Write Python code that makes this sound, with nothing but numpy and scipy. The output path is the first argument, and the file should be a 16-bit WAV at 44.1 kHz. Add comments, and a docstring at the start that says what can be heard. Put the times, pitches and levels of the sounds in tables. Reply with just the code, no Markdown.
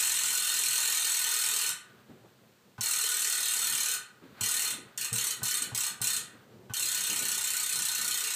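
"""Quick ratchet clicks come first, over a low rumble and a soft hiss: a bicycle wheel coasts in a truing stand
in a small hard room. Whenever a hand holds the freehub body still, its pawls drop off tooth after tooth,
slower as the wheel slows. Each click is a volley of tiny blows that makes rim and spokes ring.
Dull bumps are puffs of low noise; grabs add a tap and a thump of the stand, and one late tooth snaps brightly.
Soft rustles of shaped noise accompany the moving hand."""
import sys
import numpy as np
from scipy import signal
from scipy.fft import rfft, irfft, next_fast_len
from scipy.io import wavfile
from scipy.ndimage import map_coordinates

SR = 44100
rng = np.random.default_rng(int(sys.argv[2]) if len(sys.argv) > 2 else 0)


def wav_out(sig):
    """Save sig, one row per channel (or a flat mono array), as 16-bit PCM at SR to the path in sys.argv[1]."""
    wavfile.write(sys.argv[1], SR, np.round(np.clip(np.atleast_2d(sig).T, -1, 1) * 32767).astype(np.int16))


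N = 368235
LEAD = SR // 4  # samples before the start, so that clicks already under way can ring in

# Times when the freehub is held: first click t/s, last click t/s, number of gaps between clicks,
# click level/dB, share by which the first gaps shrink, share by which the last gap grows
HOLDS = [(-0.181, 1.6904, 78, -5, 0, .12), (2.8093, 3.9374, 43, -5.5, .032, -.086),
         (4.409, 4.705, 11, -5.5, .073, .1), (4.976, 5.045, 2, -6.5, 0, -.03),
         (5.129, 5.306, 6, -5.5, .25, .17), (5.431, 5.57, 5, -5, .5, -.11), (5.619, 5.6225, 1, -9.5, 0, 0),
         (5.748, 5.865, 4, -5.5, .17, -.04), (6.016, 6.164, 5, -5.5, .37, -.04),
         (6.7372, 8.3367, 51, -6, .044, 0)]
SLOWING = .0013  # each gap grows by this share of a basic gap, per tooth, as the wheel slows
SETTLE_TEETH = 7.3  # the grab rocks the freehub backwards; it settles over about this many teeth
GRIP_DB = -.5  # change of the first click
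SLIP_DB, SLIP_TEETH = -1.6, 1.15  # the last clicks weaken as the fingers let go

# Broad colour of a click: f/Hz, level/dB per Hz
CLICK_COLOUR = [(150, -59), (250, -22.5), (419, -20), (678, -21.5), (941, -10.5), (1140, -16), (1450, -5.5),
                (1600, -10), (2300, -5.5), (2980, -6), (3860, -1), (4210, 4.5), (4750, -4.5), (8090, 4.5),
                (15300, -6)]
# Ringing of rim and hub shell: f/Hz, width/Hz, level over the broad colour/dB
RIM_AND_HUB = [(435, 24, 9), (1802, 21, 8.5), (2514, 94, -1.5), (2773, 43, 3.5), (4290, 146, -2.5),
               (6400, 110, -10.5), (6680, 47, 0), (7166, 16, -3.5), (7970, 60, -10), (7880, 90, -8),
               (8440, 185, -4), (9300, 18, -38)]
# Narrow, long ringing of the spokes: f/Hz, width/Hz, level over the broad colour/dB
SPOKE_RINGS = [(1195, 2.5, 14), (1236, 3, 9), (1256, 14, 10), (1488, 30, 9), (1593, 2, 13), (1879, 4, 8),
               (1938, 4, 6), (2975, 18, 9), (3061, 12, 11), (3619, 35, 4)]
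# Notes that the hub shell radiates weakly: f/Hz, width/Hz, depth/dB
WEAK_NOTES = [(4650, 220, 19), (4790, 190, 3.5)]
# Colour of the straight path against the room: f/Hz, level/dB
STRAIGHT_PATH = [(300, -20), (2000, -13), (4500, -3.5), (6000, 4), (8500, 1.5), (10500, -1.5),
                 (15000, -0.5)]
# How long the room rings: f/Hz, time to fade by 60 dB/s
ROOM_FADE = [(300, 0.37), (1200, 0.61), (2500, 0.42), (5500, 0.28), (10000, 0.28), (15000, 0.16)]

# Colour of the low rumble: f/Hz, level/dB per Hz
RUMBLE_COLOUR = [(18, -55), (30, -44), (119, -2), (160, -9.5), (199, -4.5), (318, -14), (348, -8.5),
                 (509, -13.5), (1000, -25.5), (1300, -40), (2200, -120)]
# Rumble level before wobble and bumps: t/s, level/dB
RUMBLE_LEVEL = [(0, -61.5), (1.3, -67), (1.7, -61), (2.65, -65), (4.1, -64), (5.4, -58), (7.4, -61.5),
                (8.35, -66)]
RUMBLE_UNDER_BUMP_DB, RUMBLE_LINGERS_S = -18, 0.1  # the rumble jumps at each bump and sinks back
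# Colour of the rustle: f/Hz, level/dB per Hz
RUSTLE_COLOUR = [(400, -8), (800, -7.5), (1400, 1), (2200, -9), (4300, -11.5), (5200, -23), (9000, -25)]
# Soft rustles while the hand moves: loudest t/s, level before wobble/dB, fade/dB per s
HAND_MOVES = [(1.85, -63, 15), (4.24, -61.5, 42), (4.385, -56, 37), (4.9, -64, 20), (6.3, -61, 28)]
RUSTLE_RISE_DB_PER_S = 250
# Colour of the steady hiss: f/Hz, level/dB per Hz
HISS_COLOUR = [(300, -16), (500, -17), (800, -8.5), (2400, -11), (4300, -12.5), (5200, -16), (8500, -16),
               (10000, -21), (15300, -19)]
HISS_DB = -66.5

# Dull bumps: start t/s, strength/dB, length scale/s, centre f/Hz
DULL_BUMPS = [(2.087, -39.5, 0.051, 167), (2.235, -53, 0.046, 600), (3.7, -47.5, 0.078, 190),
              (4.216, -43, 0.059, 235), (4.292, -48.5, 0.027, 230), (4.695, -43, 0.14, 250),
              (5.611, -42, 0.024, 199), (6.155, -46, 0.059, 140), (6.32, -49, 0.053, 342),
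              (6.409, -53, 0.03, 141), (6.603, -54.5, 0.024, 338), (7.09, -40, 0.058, 280),
              (7.212, -36.5, 0.034, 220), (7.743, -45, 0.1, 148), (7.979, -42, 0.037, 130)]

# The hand lands on the hub: t/s, thump level/dB, thump time to fade by 60 dB/s, tap level/dB
HAND_GRABS = [(2.78, -29.5, 0.14, -28.5), (4.407, -28, 0.21, -30), (5.116, -24.5, 0.25, -39),
              (5.417, -26, 0.14, -27.5), (5.717, -28.5, 0.16, -30), (6.004, -28, 0.19, -28.5),
              (6.697, -24, 0.093, -30.5)]
# Swinging stand legs, before small random changes: f/Hz, level/dB
STAND_LEGS = [(114, -3.5), (205, -16.5), (235, -17.5), (430, -22)]
# Ringing of the tapped tubes: f/Hz, width/Hz, level/dB
TUBE_RINGS = [(827, 55, -1.5), (1040, 190, -1.5), (1493, 24, 6), (2520, 80, -13), (3010, 15, -2),
              (3800, 150, -33)]

# Ringing of the snap: f/Hz, level/dB, time to fade by 60 dB/s
SNAP_RINGS = [(6400, -6, .03), (8230, 2, 0.044), (8540, -5, .03)]
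SNAP_S, SNAP_DB, SNAP_RISE_S = 5.619, -18, 0.0028  # one tooth passes late with a thin, bright snap

# Microphone port: f/Hz, width/Hz, depth/dB (a negative depth is a boost)
MIC_PORT = [(9820, 1900, 3.5), (14400, 280, -6)]
TOP_HZ = 15360  # middle of the narrow fade at the top of the band


def amp(db):
    """Turn decibels into a plain factor."""
    return 10 ** (np.asarray(db) / 20)


def unit(x):
    """Scale a sound to an average (RMS) level of 1."""
    return x / np.sqrt(np.mean(x ** 2) + 1e-20)


def along(points, hz):
    """Read a curve of (f/Hz, value) points on a log frequency axis."""
    f, values = np.transpose(points)
    return np.interp(np.log(hz + 1), np.log(f + 1), values)


def filtered(x, response):
    """Multiply the spectrum of x by a response that depends on frequency."""
    m = next_fast_len(x.shape[-1] + SR)
    spectrum = rfft(x, m) * response(np.fft.rfftfreq(m, 1 / SR))
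    return irfft(spectrum, m)[..., :x.shape[-1]]


def causal(points, hz):
    """Give a colour the timing of a struck object: nothing sounds before the blow."""
    cepstrum = irfft(np.log(amp(along(points, hz)) + 1e-6))
    half = len(cepstrum) // 2
    # folding the later half onto the earlier one moves all sound after the blow
    cepstrum[1:half] *= 2
    cepstrum[half + 1:] = 0
    return np.exp(rfft(cepstrum))


def peak(hz, centre_hz, width_hz):
    """One resonance, 1 at its centre; a narrower one rings longer."""
    return 1j * hz * width_hz / (centre_hz ** 2 - hz ** 2 + 1j * hz * width_hz)


def resonances(hz, table):
    """Add up several resonances, as in an object that rings at several notes."""
    return sum(amp(db) * peak(hz, centre, width) for centre, width, db in table)


def dip(hz, centre_hz, width_hz, depth_db):
    """Weaken a narrow band around one note; a negative depth boosts it."""
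    return 1 - (1 - amp(-depth_db)) * peak(hz, centre_hz, width_hz)


def wobble(rate):
    """A smooth random curve with the given number of knots a second."""
    knots = rng.standard_normal(int(N * rate / SR) + 4)
    return map_coordinates(knots, [np.arange(N) * rate / SR])


def room(x):
    """Each frequency dies at its own speed; the turning wheel faces the walls anew, so each row has its own tail."""
    hz, t, z = signal.stft(rng.standard_normal((len(x), SR)), SR, nperseg=256)
    fade = amp(-60 * t / along(ROOM_FADE, hz)[:, None])
    tail = signal.istft(z * fade, SR, nperseg=256)[1]
    after = np.arange(tail.shape[1]) / SR
    tail *= 1 - np.exp(-after / 0.00085)  # the first echoes need a moment to arrive
    tail *= 1 + amp(-7.5) * np.exp(-after / 0.0019)  # surfaces close by answer first and loudest
    tail /= np.linalg.norm(tail, axis=1, keepdims=True)
    return signal.fftconvolve(x, tail, axes=1)[:, :x.shape[1]].sum(0)


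def clicks():
    """Time and level of every tooth: the gaps lengthen as the wheel slows."""
    times, levels = [], []
    for first, last, gaps, db, hurry, drag in HOLDS:
        k = np.arange(round(gaps) + 1)
        gap = 1 + SLOWING * k[:-1] - hurry * np.exp(-k[:-1] / SETTLE_TEETH)
        gap[-1] += drag
        passed = np.append(0, np.cumsum(gap)) / gap.sum()
        times += list(first + (last - first) * passed)
        slip = SLIP_DB * np.exp((k - k[-1]) / SLIP_TEETH)
        levels += list(db + GRIP_DB * (k == 0) + slip)
    return np.array(times), np.array(levels)


def pawls(count=24, channels=4):
    """The pawls never land together: each click is a short volley of landings and weaker rebounds."""
    times, levels = clicks()
    chance = rng.random((len(times), count + 2))
    late = -np.log(1 - chance[:, :count]) * .0025 + .0012 * rng.random((len(times), count))  # seconds
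    late[:, :3] *= .15  # the leading pawls snap down almost at once
    uneven = .0012 * (chance[:, count:count + 1] - .5)  # seconds; teeth are not cut quite alike

    # later landings are weaker; up or down is random
    size_db = 2.8 * rng.standard_normal(late.shape) - 60 * late / 0.11
    size = np.sign(rng.standard_normal(late.shape)) * amp(size_db)
    size /= np.linalg.norm(size, axis=1, keepdims=True)
    size *= amp(levels + 1.15 * chance[:, -1])[:, None]

    blows = np.zeros((channels, LEAD + N + SR))
    at = np.round((times[:, None] + uneven + late) * SR).astype(int) + LEAD
    row = np.arange(len(times))[:, None] % channels + 0 * at  # clicks take turns between the room tails
    np.add.at(blows, (row, at), size)

    def wheel(hz):
        ringing = 1 + resonances(hz, RIM_AND_HUB + SPOKE_RINGS)
        return causal(CLICK_COLOUR, hz) * ringing * dip(hz, *WEAK_NOTES[0]) * dip(hz, *WEAK_NOTES[1])

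    struck = filtered(blows, wheel)
    straight = filtered(struck.sum(0), lambda hz: causal(STRAIGHT_PATH, hz))
    return (straight + amp(6.5) * room(struck))[LEAD:LEAD + N]


def coloured_noise(points):
    """Random noise with the given balance of low and high notes, at level 1."""
    return unit(filtered(rng.standard_normal(N), lambda hz: amp(along(points, hz))))


def rumble():
    """Low noise of uneven loudness that jumps at each bump and sinks back."""
    t = np.arange(N) / SR
    base = amp(np.interp(t, *np.transpose(RUMBLE_LEVEL)))
    swell = sum(amp(db + RUMBLE_UNDER_BUMP_DB) * (t > s) * np.exp(-abs(t - s) / RUMBLE_LINGERS_S)
                for s, db, *_ in DULL_BUMPS)
    return (base + swell) * amp(2.5 * wobble(13)) * coloured_noise(RUMBLE_COLOUR)


def hiss():
    """Smooth noise at a steady level."""
    return amp(HISS_DB) * coloured_noise(HISS_COLOUR)


def rustle():
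    """Flickering noise that rises quickly and fades while the hand moves."""
    t = np.arange(N) / SR
    moves = sum(amp(db - np.where(t < s, RUSTLE_RISE_DB_PER_S, fade) * abs(t - s))
                for s, db, fade in HAND_MOVES)
    return moves * amp(1.8 * wobble(30)) * coloured_noise(RUSTLE_COLOUR)


def bumps():
    """Short puffs of noise around a mostly low note that swell and fade."""
    out = np.zeros(N + SR)
    for s, db, length, centre_hz in DULL_BUMPS:
        puff = filtered(rng.standard_normal(SR // 4), lambda hz: peak(hz, centre_hz, 1.03 * centre_hz) ** 2)
        u = np.arange(len(puff)) / SR / length
        swell = 1.4 * u * np.exp(-2.2 * u * u)
        out[round(s * SR):][:len(u)] += amp(db) * unit(puff) * swell
    return out[:N]


def hand():
    """Each grab taps the tubes, and the push that follows swings the stand's legs."""
    out, t = np.zeros(N + SR), np.arange(SR // 2) / SR
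    for s, db, t60, tap_db in HAND_GRABS:
        # every grab excites the legs a little differently
        swing = sum(amp(level + rng.normal(0, 1.8)) * np.cos(2 * np.pi * hz * rng.normal(1, 0.037) * t)
                    for hz, level in STAND_LEGS)
        swing *= amp(db - 60 * t / t60) * (1 - np.exp(-(t / 0.0074) ** 2))  # soft start, then fading
        touch = rng.standard_normal(len(t)) * amp(tap_db - 60 * t / 0.29)
        tap = filtered(touch, lambda hz: resonances(hz, TUBE_RINGS))
        out[round(s * SR):][:len(t)] += swing + tap
    return out[:N]


def snap():
    """A few high tones ring briefly together over the late tooth."""
    out, t = np.zeros(N), np.arange(SR // 4) / SR
    ring = sum(amp(db - 60 * t / t60) * np.sin(2 * np.pi * hz * t) for hz, db, t60 in SNAP_RINGS)
    rise = 1 - np.exp(-(t / SNAP_RISE_S) ** 2)
    out[round(SNAP_S * SR):][:len(t)] = amp(SNAP_DB) * ring * rise
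    return out


def scene():
    """Add all the sounds together into one channel."""
    return (pawls() + rumble() + hiss() + rustle() + bumps() + hand() + snap())[None]


def record(dry):
    """The microphone drops the deep bass, its port dips one note and lifts another, and the top is cut off."""
    def microphone(hz):
        port = np.prod([dip(hz, *row) for row in MIC_PORT], axis=0)
        bass = 1j * hz / (90 + 1j * hz)  # weaker below about 90 Hz
        top = np.clip((TOP_HZ - hz) / 120 + .5, 0, 1) ** 3
        return port * bass * top

    return filtered(dry, microphone)


dry = scene()
out = record(dry)
wav_out(out)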